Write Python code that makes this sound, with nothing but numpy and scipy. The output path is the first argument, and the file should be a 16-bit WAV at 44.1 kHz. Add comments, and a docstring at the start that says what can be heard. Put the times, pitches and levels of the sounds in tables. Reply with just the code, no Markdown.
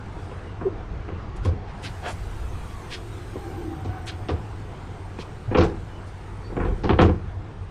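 """Low wind on the microphone, a dull drone and the wash of a street at night, all in mono.
Close by, someone unlatches a car's rear hatch and lifts it: gas hisses through the struts' valves
and rings a lengthening chamber, so its whine falls. Knocks ring the panels, trim bumps and squeaks,
a jacket sleeve swishes over it, a heel taps twice and the hatch groans near the top.
Two heavier clatters follow, the car body booming under them."""
import sys
import numpy as np
from scipy import signal
from scipy.fft import rfft, irfft
from scipy.io import wavfile
from scipy.ndimage import uniform_filter1d

SR = 44100
rng = np.random.default_rng(int(sys.argv[2]) if len(sys.argv) > 2 else 0)


def store_wav(level_fs):
    """Save 16-bit WAV to argv[1]."""
    pcm = np.round(np.clip(np.atleast_2d(level_fs), -1, 1) * 32767)
    wavfile.write(sys.argv[1], SR, pcm.T.astype(np.int16))


N = 339878
TIME = np.arange(N) / SR

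# spectrum of the street behind the car: f/Hz, level/dB
STREET_COLOUR = [(80, -18), (140, -2), (177, -6), (260, -12), (340, -9), (490, -12.5), (580, -18),
                 (720, -13.5), (1050, -17), (1500, -20.5), (3000, -32), (6470, -45), (8340, -57),
                 (15000, -100)]
# the street slowly quietens: t/s, level/dB
STREET_LEVEL = [(0, -40.5), (4.2, -40.5), (7.7, -43)]
# spectrum of the low rumble: f/Hz, level/dB
RUMBLE_COLOUR = [(15, -2.5), (28, -9), (41, 6.5), (55, 3), (80, -1), (130, -17.5), (220, -29), (500, -87)]
# early wind gusts, then the car body booming under the clatters: crest t/s, level/dB, half length/s
LOW_RUMBLE_SWELLS = [(.9, -37.5, 0.13), (1.42, -34.5, .1), (2.42, -34, 0.2), (5.62, -26, .07),
                     (6.68, -37, 0.12), (7.03, -27.5, 0.12)]
# swells of the drone: crest t/s, level/dB, half length/s
DRONE_CRESTS = [(4.0, -37.5, 0.27), (7.5, -41.5, 0.22)]

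# gas through the strut's valve, a short first lift and then the long rise: t/s, level/dB
HISS_LEVEL = [(0, -64), (.25, -59), (.7, -69.5), (1.65, -70.5), (1.88, -54), (2.9, -54), (3.55, -56),
              (3.9, -60), (6.8, -60.5), (7.25, -67)]
# spectrum of that gas: f/Hz, level/dB
GAS_COLOUR = [(1000, 0), (2000, 0.5), (3300, 2), (5000, -3.5), (7700, -4), (8600, -2), (9600, -9),
              (11500, -23), (13100, -22), (15000, -29)]
# thin whistles of the valve as the flow slows: f/Hz, width/Hz, relative level/dB
VALVE_WHISTLES = [(8500, 190, 0.5), (12880, 160, -5), (13250, 160, -18), (13720, 110, -5)]
# rise and fall of those whistles: t/s, level/dB
WHISTLE_LEVEL = [(2.9, -115), (3.4, -67), (4.0, -73), (4.7, -83), (6.7, -86), (7.15, -110)]
# the gas chamber lengthens as the hatch rises: t/s, length/m
CHAMBER_LENGTH = [(0, 0.041), (.5, .060), (1.8, 0.098), (2.2, .111), (2.95, .171), (3.42, .215),
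                  (3.68, 0.22), (4.4, 0.24)]
# first to fourth mode of the chamber: relative level/dB
CHAMBER_PARTIALS = [-2.5, -14, -24, -29]
# the chamber sings in swells: crest t/s, level/dB, half length/s
WHINE_SWELLS = [(.24, -61, 0.056), (.49, -62, 0.073), (2.36, -50.5, .08), (2.78, -49, 0.17),
                (3.52, -44, .1), (3.95, -43, 0.22)]
# the hatch groans near the top of its travel: crest t/s, level/dB, half length/s
GROAN_SWELLS = [(3.55, -42.5, 0.46), (3.63, -35, 0.082)]
# sinking pitch of the groan: t/s, f/Hz
GROAN_PITCH = [(3.0, 355), (3.48, 337.6), (3.72, 319.5)]

# knocks on panels and trim, and two short, dull heel taps (at 3.354 and 5.185 s):
# t/s, base level/dB, extra thud/dB, hardness/dB, base t60/s, low-pass f/Hz
KNOCKS_AND_TAPS = [(0.312, -35, -1, 3.5, .1, 3000), (0.609, -30.5, -12, 6.5, .14, 1640),
                   (0.661, -29.5, -13, -4, 0.45, 1480), (1.079, -35.5, -4, 5.5, 0.22, 2800),
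                   (1.115, -33, 6, -8, .28, 3000), (1.448, -25, -1, 3.5, 0.092, 11700),
                   (1.459, -26.5, -1.5, -7, .45, 9000), (3.354, -21, -5, -3.5, 0.056, 1290),
                   (3.846, -33, 6.5, 1, 0.27, 6950), (4.285, -24.5, -15, 5.5, 0.15, 5100),
                   (4.300, -28, 9, -2, 0.27, 11060), (5.185, -27, -1.5, 1.5, .07, 3000),
                   (5.509, -21.5, -27, -2, 0.2, 2600), (5.546, -15, -5, 5, 0.13, 3130),
                   (5.571, -24.5, 0, 7.5, 0.3, 5900), (5.578, -8, -7.5, -8.5, 0.23, 3740),
                   (5.607, -21, 3.5, 7.5, 0.14, 5400), (5.632, -21, -3, 0, 0.27, 9400),
                   (6.498, -35, 1.5, -2.5, 1, 2000), (6.565, -19, -3, -3, 0.18, 2630),
                   (6.597, -29.5, 4, 8, 0.32, 2200), (6.648, -25, 3, -2.5, 0.34, 4020),
                   (6.834, -22.5, -4, -0.5, 0.62, 5400), (6.891, -15, -2, 4.5, .18, 3500),
                   (6.914, -21, 5, -5, 0.17, 3400), (6.987, -13, 1.5, 6, .24, 3400),
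                   (7.011, -11, -1, -3, 0.22, 7960), (7.050, -16.5, 2.5, -5.5, 0.25, 5400),
                   (7.086, -22, 1, -7, 0.22, 2940)]
# spectrum of a struck panel: f/Hz, level/dB
PANEL_COLOUR = [(25, -31.5), (42, -7.5), (88, 5.5), (135, -9), (260, -11), (360, -5.5), (500, -8),
                (590, -20), (800, -13.5), (1140, -18.5), (3070, -31.5), (6000, -37.5), (9000, -46.5),
                (15000, -76)]
# modes of the panels: f/Hz, width/Hz
PANEL_RESONANCES = [(174, 17.4), (200, 22), (280, 68), (331, 30), (408, 18), (460, 13.4), (504, 15.4),
                    (736, 32), (985, 8.7), (1044, 27), (1110, 55), (1333, 36), (1525, 18), (1660, 28),
                    (1820, 16), (2300, 14), (2480, 8.3)]
# edges of a knock's four bands, thud, body, clack and tick: f/Hz
KNOCK_EDGES = [58, 180, 600, 2400, 15500]
# how an impact feeds each band: offset/dB, gain/dB per dB of hardness, t60 factor, rise/s
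KNOCK_BANDS = [(-1, 0, 1.6, 0.0055), (-0.5, 0.5, 1.36, 0.0015), (-6.5, 1.0, 1.06, .0018),
               (-18.5, 1.51, 0.88, 0.00084)]
# bumps and squeaks of rubber and trim: crest t/s, level/dB, f/Hz, half length/s, glide/Hz per s
TRIM_BUMPS = [(0.663, -15, 398.6, 0.0061, -3000), (1.482, -15.5, 94.7, 0.023, -500),
              (5.493, -18.5, 113.3, 0.011, -300), (5.948, -55, 2970, 0.033, -500),
              (6.464, -53, 4490, 0.018, 2406), (6.693, -23.5, 42.18, 0.058, -40.5)]
# brushes of cloth: crest t/s, level/dB, half length/s, lowest f/Hz, relative fizz/dB, fizz lag/s
SLEEVE_STROKES = [(1.368, -55, 0.0056, 3000, -2, 0), (1.468, -54, 0.026, 2940, -7.5, 0),
                  (1.696, -53, .018, 1200, -21, 0), (1.859, -36.5, 0.017, 1610, -13, -.01),
                  (2.076, -32, 0.029, 620, -16.5, .024), (2.934, -36.5, 0.019, 1860, -16, 0),
                  (4.089, -34.5, .012, 1620, -11.5, -.01), (5.21, -44, 0.016, 2120, -15, 0),
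                  (6.087, -67, .011, 4000, 5, -0.0083)]
# spectrum of cloth on trim: f/Hz, level/dB
FRICTION_COLOUR = [(500, 10), (1500, -6.5), (3000, -8.5), (6000, -9), (10000, -14.5), (15000, -46)]
# hollows of the rubbed trim: f/Hz, width/Hz
TRIM_HOLLOWS = [(720, 87), (1620, 290), (2550, 140), (3250, 270)]


def amp(db):
    """Decibels to gain."""
    return 10 ** (np.asarray(db) / 20)


def unit(x):
    """Scales to rms 1."""
    return x / np.sqrt(np.mean(x ** 2) + 1e-20)


def curve(rows):
    """A table of times and values, read at every sample."""
    return np.interp(TIME, *np.transpose(rows))


def swells(rows):
    """Gain that rises and falls in a bell around each crest."""
    return sum(amp(db) * np.exp(-.5 * ((TIME - s) / half_length) ** 2) for s, db, half_length in rows)


def wander(rate_hz):
    """Smooth random drift of rms 1."""
    smoothing = np.exp(-(np.fft.rfftfreq(N, 1 / SR) / rate_hz) ** 2)
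    return unit(irfft(rfft(rng.standard_normal(N)) * smoothing, N))


def grain(length, depth_db, lump_samples):
    """Gain that flutters in short random lumps."""
    return amp(depth_db * unit(uniform_filter1d(rng.standard_normal(length), lump_samples)))


def colour(x, points, modes=(), mode_lift=1.57):
    """Shapes x by a smooth spectrum, with resonances standing out of it; rms 1."""
    hz = np.fft.rfftfreq(len(x), 1 / SR)
    f, db = np.transpose(points)
    gain = amp(np.interp(np.log(hz + 1), np.log(f), db))
    peaks = sum(1 / (1 + (2 * (hz - centre) / width) ** 2) for centre, width in modes)
    return unit(irfft(rfft(x) * gain * (1 + mode_lift * peaks), len(x)))


def low_pass(x, edge_hz, order=4):
    """Causal low-pass."""
    return signal.sosfilt(signal.butter(order, min(edge_hz, .48 * SR), fs=SR, output="sos"), x)


def band(x, low_hz, high_hz, order=3):
    """Causal band-pass."""
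    return signal.sosfilt(signal.butter(order, [low_hz, high_hz], "band", fs=SR, output="sos"), x)


def patchy(x, depth_db, frames=14, bins=6):
    """Turbulence: patches of the spectrum come and go; rms 1."""
    spectra = signal.stft(x, nperseg=1024, noverlap=768)[2]
    patches = uniform_filter1d(rng.standard_normal(spectra.shape), bins, axis=0)
    patches = unit(uniform_filter1d(patches, frames, axis=1))
    return unit(signal.istft(spectra * amp(depth_db * patches), nperseg=1024, noverlap=768)[1][:N])


def fuzzy_tone(hz, width_hz):
    """Noise ringing in a narrow resonance that follows hz."""
    pole = np.exp(-np.pi * width_hz / SR)
    noise = rng.standard_normal(N) + 1j * rng.standard_normal(N)
    flutter = signal.lfilter([1], [1, -2 * pole, pole * pole], noise)
    return unit((flutter * np.exp(2j * np.pi * np.cumsum(hz * np.ones(N)) / SR)).real)


def add(mix, s, sound):
    """Mixes a sound in at time s."""
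    part = mix[max(round(s * SR), 0):][:len(sound)]
    part += sound[:len(part)]


def walls(x, t60, wet_db, echoes_per_s=2000):
    """Direct sound, then scattered echoes from the open boot and the house wall, from 7 ms on."""
    t = np.arange(SR // 2) / SR
    taps = rng.standard_normal(len(t)) * (rng.random(len(t)) < echoes_per_s / SR)
    taps *= (t > .007) * amp(-60 * t / t60)
    return x + amp(wet_db) * signal.fftconvolve(x, taps / np.linalg.norm(taps))[:N]


def low_rumble(lull_db=-40.5):
    """Wind on the microphone, gusting early on; later swells are the car body booming under clatters."""
    strength = (amp(lull_db) + swells(LOW_RUMBLE_SWELLS)) * amp(-.5 * wander(2))
    return strength * colour(rng.standard_normal(N), RUMBLE_COLOUR)


def drone(base_db=-37.5, hum_hz=99.9):
    """An unsteady low hum in the background, with a narrow band of noise just below it."""
    hum = np.sqrt(2) * np.sin(2 * np.pi * np.cumsum(hum_hz + 3.58 * wander(6.61)) / SR)
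    return (amp(base_db) + swells(DRONE_CRESTS)) * (.42 * hum + .73 * fuzzy_tone(95, width_hz=26))


def street():
    """The dull, gently shifting wash of the street beyond the car."""
    wash = low_pass(colour(rng.standard_normal(N), STREET_COLOUR), 8600)
    return amp(curve(STREET_LEVEL) + .5 * wander(9.8)) * patchy(wash, depth_db=1.7)


def strut_hiss(jet_peak_db=-68, jet_db_per_db=2.7):
    """Gas rushes through the valve; the jet's bright spray grows faster than the hiss."""
    hiss_db = curve(HISS_LEVEL)
    jet_db = jet_peak_db + jet_db_per_db * (hiss_db - hiss_db.max())
    gas = patchy(colour(rng.standard_normal(N), GAS_COLOUR), depth_db=3.5, frames=12, bins=4)
    jet = patchy(band(rng.standard_normal(N), 8500, 14000, order=2), depth_db=3.5, frames=24, bins=4)
    return amp(hiss_db) * gas + amp(jet_db) * jet


def strut_whine(sound_m_per_s=343, width_hz=55):
    """The gas rings the strut's chamber; half a wave fits its length, so the pitch falls as it grows."""
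    hz = sound_m_per_s / (2 * curve(CHAMBER_LENGTH))
    hz *= 1 + .0074 * wander(14)  # the rod slides unevenly
    chamber = sum(amp(db) * fuzzy_tone(k * hz, width_hz) for k, db in enumerate(CHAMBER_PARTIALS, 1))
    return swells(WHINE_SWELLS) * amp(2.4 * wander(8.9)) * low_pass(chamber, 3400, order=3)


def knocks_and_taps(contact_hz=860, hardness_db_per_octave=10.5):
    """Knocks ring the nearby panels, heel taps die at once; bass swells later and lasts longer."""
    out, t = np.zeros(N), np.arange(SR // 2) / SR
    for s, level_db, thud_db, hardness_db, t60, top_hz in KNOCKS_AND_TAPS:
        chatter = grain(len(t), depth_db=2.5, lump_samples=130)  # loose parts
        mode_hz = contact_hz * 2 ** (hardness_db / hardness_db_per_octave)  # harder rings higher
        modes = [*PANEL_RESONANCES, (mode_hz, .13 * mode_hz)]
        ringing = chatter * colour(rng.standard_normal(len(t)), PANEL_COLOUR, modes)
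        for low, high, (band_db, tilt, linger, rise) in zip(KNOCK_EDGES, KNOCK_EDGES[1:], KNOCK_BANDS):
            db = level_db + band_db + tilt * hardness_db + thud_db * (low == KNOCK_EDGES[0])
            envelope = amp(-60 * t / (t60 * linger)) * (1 - np.exp(-t / rise))
            ring = low_pass(band(ringing * envelope, low, high), top_hz, order=6)
            add(out, s, amp(db) * np.sqrt(np.mean(envelope ** 2)) * unit(ring))
    return out


def bump(s, db, hz, half_length, glide):
    """A resonance of rubber or trim swells; its pitch slides with pressure, jitters as surfaces catch."""
    t = TIME - s
    pitch = (hz + glide * t) * (1 + .018 * wander(250))
    return swells([(s, db, half_length)]) * np.sin(2 * np.pi * np.cumsum(pitch) / SR)


def swishes(split_hz=5100, fizz_top_hz=13500, edge_cycles=88):
    """A sleeve slides over trim near the microphone: a grainy rub below, the fizz of fibres above."""
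    out, t = np.zeros(N), np.arange(-SR // 5, SR // 5) / SR
    skew = np.where(t < 0, 1.18, .94)  # a stroke rises more slowly than it falls
    for s, db, half_length, low_hz, fizz_db, lag in SLEEVE_STROKES:
        fibres = rng.standard_normal(len(t)) * grain(len(t), depth_db=2.3, lump_samples=60)
        friction = colour(fibres, FRICTION_COLOUR, TRIM_HOLLOWS, mode_lift=.86)
        edge_hz = edge_cycles / half_length  # slow strokes are darker
        rub = low_pass(band(friction, low_hz, split_hz), edge_hz, order=2)
        fizz = band(friction, split_hz, fizz_top_hz, order=2)
        stroke = amp(db) * np.exp(-.5 * abs(t / half_length / skew) ** 3.3)
        add(out, s + t[0], stroke * unit(rub))
        add(out, s + lag + t[0], stroke * amp(fizz_db) * unit(fizz))
    return out


def hatch_groan():
    """A rough, sinking tone as the hatch nears the top of its travel."""
    return swells(GROAN_SWELLS) * fuzzy_tone(curve(GROAN_PITCH), width_hz=63)


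def valve_whistles():
    """The valve whistles thinly as the flow slows."""
    tones = sum(amp(db) * fuzzy_tone(hz, width) for hz, width, db in VALVE_WHISTLES)
    return amp(curve(WHISTLE_LEVEL)) * tones


def scene():
    """One microphone in the open air behind the car: hatch and handling close, the street beyond."""
    bumps = sum(bump(*row) for row in TRIM_BUMPS)
    handling = knocks_and_taps() + walls(bumps, t60=.21, wet_db=-5.5)
    handling += walls(swishes(), t60=.14, wet_db=-5)
    hatch = strut_hiss() + valve_whistles() + strut_whine() + hatch_groan()
    return (handling + hatch + street() + low_rumble() + drone())[None]


def record(dry, ceiling=.85, top_hz=15650):
    """The microphone chain rounds off loud peaks, then cuts the highest treble."""
    rounded = dry / (1 + abs(dry / ceiling) ** 6) ** (1 / 6)
    treble_cut = signal.firwin(511, top_hz, window=("kaiser", 9), fs=SR)
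    return signal.oaconvolve(rounded, treble_cut[None], "same")


dry = scene()
out = record(dry)
store_wav(out)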